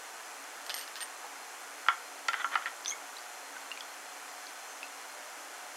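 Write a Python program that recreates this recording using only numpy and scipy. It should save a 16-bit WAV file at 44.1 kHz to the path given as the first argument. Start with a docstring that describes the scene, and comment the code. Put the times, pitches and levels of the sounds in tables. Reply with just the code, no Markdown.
"""A small room, close up: wet brass cartridge cases click and ring as they are laid on a pile on a towel.
The hand goes into a plastic bowl of water, knocks cases against its bottom with dull thuds and lifts
one out. Its ring glides up as it drains, and drops plink back into the bowl as trapped bubbles.
Underneath, electrical gear hums and hisses."""
import sys
import numpy as np
from scipy import signal
from scipy.fft import irfft
from scipy.io import wavfile
from scipy.ndimage import uniform_filter1d

SR = 44100
rng = np.random.default_rng(int(sys.argv[2]) if len(sys.argv) > 2 else 0)


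def put_to_file(sound):
    """Save the sound as 16-bit audio at rate SR, in the file named by the first command-line argument."""
    columns = np.atleast_2d(sound).T  # one column per channel
    safe = np.clip(columns, -1, 1)
    whole_steps = np.round(safe * 32767)
    wavfile.write(sys.argv[1], SR, whole_steps.astype(np.int16))


N = 254016
RING_T = np.arange(SR // 3) / SR  # time axis of one hit

# brass-on-brass hits: start_s, level_db, looseness (0 gripped, 1 lying free)
CLINKS = [(.665, -30, 0.73), (0.6955, -22.5, 0.14), (.701, -24.5, .1), (0.7424, -19.5, .85),
          (.7657, -28, 0.92), (.7795, -29, 0.65), (0.7855, -30, 0.41), (0.7936, -29, 0.81),
          (0.812, -29.5, 0.84), (0.878, -30, .45), (0.9567, -28, .3), (0.9653, -32, .5),
          (1.0058, -28, 0.13), (1.0244, -30, 0.27)]
# thin ring of an empty case's wall: pitch_hz, level_db, t60_s
CASE_MODES = [(8700, -3, .19), (8745, -8, .09), (11785, 0, .13), (11700, -7, .1), (14410, -11, .11)]
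# dead click of a case held in the fingers: pitch_hz, level_db, t60_s
CLICK_MODES = [(1894, -13, 0.025), (3060, -6.5, 0.0056), (4290, -0.5, 0.0039), (4980, -6.5, 0.0069),
               (5600, -5.5, 0.003)]
# tuning of the case being touched: start_s, pitch_ratio
CASE_TUNING = [(0, 1.0), (.95, 1.029), (1.0, 1.013)]
# cases hitting the bowl: start_s, level_db, hardness_db_per_octave, pitch_ratio, relative_ring_db
KNOCKS = [(1.8637, -26, 0, .96, -12), (1.885, -4, 1, .98, -13.5), (2.2837, -20.5, 10.5, 1.38, -30),
          (2.2852, -11.5, 5, 1.02, -33), (2.333, -20.5, 8, 0.89, -30), (2.3409, -12.5, -1.5, 1.02, -35),
          (2.4443, -13, -2.5, 0.98, -10.5), (2.541, -23, 1, 1.2, -19), (2.5546, -9.5, 0, 0.89, -15.5),
          (2.557, -9, -4, .94, -29), (2.658, -17.5, -4, 1.3, -24)]
# damped thud of plastic under water: pitch_hz, level_db, t60_s
THUD_MODES = [(790, -20.5, 0.034), (1120, -27, 0.018), (1445, 3.5, 0.0074), (1813, -14, 0.023),
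              (1935, -3.5, 0.012), (2250, -23, 0.052), (3090, -13.5, 0.015), (3327, -14.5, 0.014),
              (4400, -42, .012)]
# lasting ring of the filled bowl: pitch_hz, level_db, t60_s
BOWL_MODES = [(965, -15, .17), (1110, -10, .12), (1280, -10, .09), (1368, 0, .085), (1540, -16, .06)]
# soft bumps of the hand on the towel: start_s, level_db
BUMPS = [(1.2421, -34), (1.2485, -37)]
# table top under the towel: pitch_hz, level_db, t60_s
TABLE_MODES = [(544, 0, 0.038), (850, 2, 0.05)]
# cases scraping on the pile, later in the bowl: start_s, end_s, level_db
SLIDES = [(.698, 0.716, -34), (0.715, 0.731, -43), (.749, 0.85, -47.5), (0.962, 0.992, -45.5),
          (1.007, 1.039, -42), (2.346, 2.405, -48), (2.395, 2.428, -38.5), (2.513, 2.553, -42),
          (2.62, 2.639, -43), (2.66, 2.685, -40)]
# rising glides of draining cases: start_s, length_s, level_db, from_hz, to_hz
DRAINS = [(2.302, 0.33, -52.5, 6050, 6850), (2.848, 0.11, -29, 5860, 6920), (4.55, .34, -54, 6050, 6650)]
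# partials of a wet case: pitch_ratio, level_db
WET_PARTIALS = [(1.001, -1.5), (1.428, -22), (1.87, -26)]
# bubbles knocked out of sunken cases or trapped by drops: start_s, level_db, pitch_hz, t60_s
BUBBLES = [(2.288, -21, 1358, 0.064), (2.5551, -23, 1850, .033), (2.658, -34.5, 1850, 0.071),
           (2.849, -28.5, 4870, 0.0065), (2.8593, -21.5, 3470, 0.0086), (2.8807, -22.5, 5700, .016),
           (2.8962, -36, 4050, .02), (2.91, -33.5, 3260, .038), (2.921, -34, 2160, 0.087),
           (3.168, -36.5, 4000, .035), (3.1845, -40, 4500, .03), (3.566, -34, 1505, 0.052),
           (3.7157, -28, 2770, .034), (3.7751, -31, 2400, .014), (3.807, -31.5, 4930, .007),
           (3.808, -31.5, 3310, 0.02), (4.469, -33.5, 4350, .009), (4.83, -29.5, 2600, 0.028)]
# reverb decay: frequency_hz, t60_s
ROOM_DECAY = [(300, 0.5), (1200, 0.27), (3500, 0.19), (12000, 0.089)]
# EQ curve of the room tone: frequency_hz, gain_db
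ROOM_TONE_EQ = [(59, -68), (100, -47), (150, -47), (194, -23), (244, -23), (271, -16), (361, -12),
                (384, -17), (426, -9.5), (632, -7.5), (724, -3), (1120, -5), (1300, -4), (1850, -6.5),
                (3700, -15.5), (4810, -49), (8140, -120)]
# EQ curve of the electrical hiss: frequency_hz, gain_db
HISS_EQ = [(2180, -43), (3700, -30), (3980, -1.5), (4100, -2), (4360, -3), (4440, -3), (6160, 0.5),
           (7440, 1), (8200, -4), (8660, -0.5), (9430, -5.5), (11000, -3.5), (12500, -10), (15100, -16),
           (15800, -20)]
# hum and whine of the gear: pitch_hz, width_hz, level_db
HUM_BANDS = [(281.4, 5.7, -73), (363, 1.6, -83.5), (480, 2, -89), (596, 4.3, -67.5), (732, 1.55, -63),
             (840, 1.8, -70.5), (1497, 43, -64), (4215, 50, -65.5), (5030, 80, -70), (6050, 290, -65),
             (10200, 80, -74)]
# mains throb on the background: frequency_hz, depth_fraction
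THROB_DEPTH = [(2500, 0.046), (5000, .11), (8000, 0.32), (11500, 0.36), (15000, .16)]
# how alike the background is left and right: frequency_hz, correlation
STEREO_LIKENESS = [(60, .1), (130, .4), (200, 0.99), (400, .97), (1400, .97), (2800, 0.95), (4500, 1),
                   (6500, 1), (8000, 0.98), (11000, 0.93), (13500, 1)]
# pan of the background: frequency_hz, left_minus_right_db
STEREO_BALANCE = [(60, 1), (180, -2), (550, -1.5), (1200, -.8), (2500, 0.5), (5000, 0), (9000, 0.9),
                  (14000, 1.3)]


def clinks(detune=0.0035):
    """Brass hits brass: a dead click and a thin wall ring. A looser case clicks higher, rings louder."""
    out = np.zeros(N)
    since_s, tunings = np.transpose(CASE_TUNING)
    for start, db, looseness in CLINKS:
        pitch = tunings[np.searchsorted(since_s, start) - 1] * (1 + detune * rng.uniform(-1, 1))
        ring_db = np.interp(looseness, [0, 1], [-31, -14.5])
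        click_pitch = np.interp(looseness, [0, 1], [0.784, 1.12])
        click = ring(vary_strike(CLICK_MODES, spread_db=0.5), click_pitch, contact_s=0.00006)
        wall = ring(vary_strike(CASE_MODES, spread_db=1.9), pitch)
        add(out, start, amp(db) * muffle(click))
        add(out, start, amp(db + ring_db) * rattle(wall))
    return out


def ring(modes, pitch=1, tilt_db=0, contact_s=0.0001):
    """A struck body's modes die away; a long contact softens the attack, tilt per octave brightens it."""
    hz, db, t60 = np.transpose(modes)[:, :, None]
    db = db + tilt_db * np.log2(hz / hz[np.argmax(db)])
    partials = amp(db - 60 * RING_T / t60) * np.sin(2 * np.pi * hz * pitch * RING_T)
    return partials.sum(0) * (1 - np.exp(-RING_T / contact_s))


def vary_strike(modes, spread_db):
    """Each point of contact shares the blow differently among the modes."""
    return np.array(modes) + np.outer(spread_db * rng.standard_normal(len(modes)), [0, 1, 0])


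def rattle(x, depth=0.31, smooth_samples=130):
    """A ringing case keeps touching its neighbours, so its tail flutters."""
    flutter = unit(uniform_filter1d(rng.standard_normal(len(x)), smooth_samples))
    return x * (1 + depth * flutter) / np.sqrt(1 + depth ** 2)


def rub(start_s=1.005, length_s=0.048, level_db=-33, pitch_hz=8812):
    """One case drags along another and holds its note for the length of the stroke."""
    envelope = amp(level_db) * fade(length_s, attack_s=0.0059, release_s=0.012)
    partials = [(1, -3.5), (1.36, -20), (1.64, -26)]  # pitch_ratio, level_db
    return singing_wall(start_s, envelope, pitch_hz, partials, roughness=0.43, flutter_hz=120)


def singing_wall(start, envelope, hz, partials, roughness, flutter_hz):
    """Many tiny contacts keep a case wall ringing with a grainy tone."""
    out = np.zeros(N)
    cycles = np.cumsum(hz * np.ones(len(envelope))) / SR
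    lowpass = signal.butter(2, flutter_hz, fs=SR, output="sos")
    for ratio, db in partials:
        slow_noise = unit(signal.sosfilt(lowpass, rng.standard_normal((2, SR))))
        flutter = roughness * slow_noise[:, :len(envelope)]
        phase = 2 * np.pi * ratio * cycles
        tone = (1 + flutter[0]) * np.sin(phase) + flutter[1] * np.cos(phase)
        add(out, start, envelope * amp(db) * tone)
    return out / np.sqrt(1 + roughness ** 2)


def knocks(flex_s=0.00058):
    """Cases hit the plastic under water: a tick, then a thud and a ring as the bowl flexes."""
    out = np.zeros(N)
    give = 1 - np.exp(-(RING_T / flex_s) ** 2)  # water makes the plastic yield gradually
    for start, db, hardness, pitch, ring_db in KNOCKS:
        thud = ring(vary_strike(THUD_MODES, spread_db=1.5), pitch, hardness, contact_s=0.00064)
        tail = amp(ring_db) * ring(BOWL_MODES, contact_s=0.00048)
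        tick = muffle(ring(CLICK_MODES, pitch, contact_s=0.00017), top_hz=6000 * pitch)
        tick_db = -16.5 + 1.83 * hardness  # harder hits tick louder
        add(out, start, amp(db) * (give * (thud + tail) + amp(tick_db) * tick))
    return out


def bumps():
    """The hand bumps the table top, cushioned by the towel."""
    out = np.zeros(N)
    for start, db in BUMPS:
        add(out, start, amp(db) * ring(TABLE_MODES, contact_s=0.0012))
    return out


def slides(slips_per_s=2200, in_bowl_from_s=1.6):
    """Sliding brass sticks and slips: a scrape of tiny hits on other cases or on the bowl under water."""
    out = np.zeros(N)
    on_pile = muffle(ring(CLICK_MODES) + amp(-3) * ring(CLICK_MODES, pitch=0.707), top_hz=6940)
    plastic = ring(THUD_MODES, tilt_db=3, contact_s=0.00016)
    in_bowl = muffle(plastic + amp(-18) * ring(CLICK_MODES, pitch=0.73), top_hz=4300)
    for start, end, db in SLIDES:
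        stroke = fade(end - start, attack_s=0.003, release_s=0.008)
        slipping = rng.random(N) < slips_per_s / SR
        strength = rng.uniform(-1.77, 1.82, N)
        slips = stroke * (strength * slipping)[:len(stroke)]
        surface = in_bowl if start > in_bowl_from_s else on_pile
        add(out, start, amp(db) * signal.fftconvolve(slips, surface))
    return out


def drain(start, length_s, db, from_hz, to_hz):
    """Water runs out of a case: its ring glides up while it swells and fades."""
    progress = np.arange(0, length_s, 1 / SR) / length_s
    swell_db = np.interp(progress, [0, 0.47, 1], [-22, 0, -28])
    glide_hz = from_hz + (to_hz - from_hz) * progress
    return singing_wall(start, amp(db + swell_db), glide_hz, WET_PARTIALS, roughness=0.65, flutter_hz=157)


def drops(splash_db=-4, attack_s=0.00014, rise_octaves=0.15):
    """Each plink is a tiny splash and a trapped bubble that rings and bends upward."""
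    out = np.zeros(N)
    for start, db, hz, t60 in BUBBLES + drips():
        glide_hz = hz * 2 ** (rise_octaves * np.minimum(RING_T / t60, 1))
        envelope = amp(-60 * RING_T / t60) * (1 - np.exp(-RING_T / attack_s))
        bubble = envelope * np.sin(2 * np.pi * np.cumsum(glide_hz) / SR)
        splash = ring(CLICK_MODES, pitch=np.sqrt(hz / 4330))  # smaller drops splash higher
        add(out, start, amp(db) * (bubble + amp(splash_db) * splash))
    return out


def drips(span_s=(3.2, 5.1), per_s=2, level_db=-47, range_hz=(2200, 5400), t60_s=0.018):
    """Cues for faint drips that fall from the wet hand at random moments."""
    draws = rng.random((round(per_s * np.ptp(span_s)), 2))
    return [(np.interp(when, [0, 1], span_s), level_db, np.interp(pitch, [0, 1], range_hz), t60_s)
            for when, pitch in draws]


def room_reverb(x, predelay_s=0.003, echoes_per_s=3000, width=0.14):
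    """Sparse reflections off the table and near walls, the treble dying first."""
    count = SR // 2
    taps = rng.choice([-1., 1.], (2, count))
    taps *= rng.random((2, count)) < echoes_per_s / SR
    taps *= np.arange(count) > predelay_s * SR
    hz, t, spectrum = signal.stft(taps, SR, nperseg=256)
    decay = amp(-60 * t / curve(ROOM_DECAY, hz)[:, None])
    mid, side = signal.istft(spectrum * decay, SR, nperseg=256)[1]
    tails = np.array([mid + width * side, mid - width * side]) / np.linalg.norm(mid)
    return signal.fftconvolve(x[None], tails, axes=1)[:, :N]


def background(room_db=-47.5, hiss_db=-52, rumble_db=-91.5, mains_hz=60):
    """A bed of room tone, rumble, hum and electrical hiss; its top end throbs twice per mains cycle."""
    hz = np.fft.rfftfreq(N, 1 / SR)
    layers = [(room_db, amp(curve(ROOM_TONE_EQ, hz))),
              (hiss_db, amp(curve(HISS_EQ, hz))),
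              (rumble_db, 1 / (1 + (hz / 170) ** 4))]
    layers += [(db, 1 / (1 + (2 * (hz - centre) / width) ** 2)) for centre, width, db in HUM_BANDS]
    magnitude = np.sqrt(sum((amp(db) * unit(shape)) ** 2 for db, shape in layers) * N / 2)
    noise = rng.standard_normal((4, len(hz)))
    likeness = curve(STEREO_LIKENESS, hz)
    mid = np.sqrt((1 + likeness) / 2) * (noise[0] + 1j * noise[1])
    side = np.sqrt((1 - likeness) / 2) * (noise[2] + 1j * noise[3])
    pan = amp(curve(STEREO_BALANCE, hz) / 2)
    spectrum = magnitude * np.array([(mid + side) * pan, (mid - side) / pan])
    throb = np.cos(2 * np.pi * 2 * mains_hz * np.arange(N) / SR)
    return irfft(spectrum, N) + throb * irfft(spectrum * curve(THROB_DEPTH, hz), N)


def low_cut(x, corner_hz=380):
    """A steep low cut that thins the bass of the clicks, knocks and drops."""
    highpass = signal.butter(2, corner_hz, btype="high", fs=SR, output="sos")
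    return signal.sosfilt(highpass.repeat(2, axis=0), x)


def muffle(x, top_hz=8000):
    """Fingers, water and cloth take the top off a click."""
    return signal.sosfilt(signal.butter(4, top_hz, fs=SR, output="sos"), x)


def fade(length_s, attack_s, release_s):
    """Linear attack, hold and release."""
    t = np.arange(0, length_s, 1 / SR)
    return np.minimum(np.minimum(t / attack_s, (length_s - t) / release_s), 1)


def amp(db):
    """Decibels to gain."""
    return 10 ** (np.asarray(db) / 20)


def unit(x):
    """Scales to rms 1."""
    return x / np.sqrt(np.mean(x ** 2) + 1e-20)


def curve(points, hz):
    """Reads a breakpoint curve on a log-frequency axis."""
    point_hz, value = np.transpose(points)
    return np.interp(np.log(hz + 1), np.log(point_hz + 1), value)


def add(mix, start_s, sound):
    """Mixes a sound in at its cue."""
    part = mix[round(start_s * SR):][:len(sound)]
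    part += sound[:len(part)]


def scene():
    """Brass, bowl and water up close, with a short reverb over the background bed."""
    brass = low_cut(clinks() + rub())
    handling = low_cut(knocks() + bumps() + slides(), corner_hz=484)
    water = low_cut(drops() + sum(drain(*row) for row in DRAINS))
    reverb = room_reverb(amp(-11.5) * (brass + handling) + amp(-12) * water)
    slightly_right = amp([[-0.3], [0.3]])
    return brass + handling * slightly_right + water + reverb + background()


def record(dry):
    """A steep high cut at 15.9 kHz."""
    high_cut = signal.firwin(511, 15900, window=("kaiser", 9), fs=SR)
    return signal.oaconvolve(dry, high_cut[None], "same")


dry = scene()
out = record(dry)
put_to_file(out)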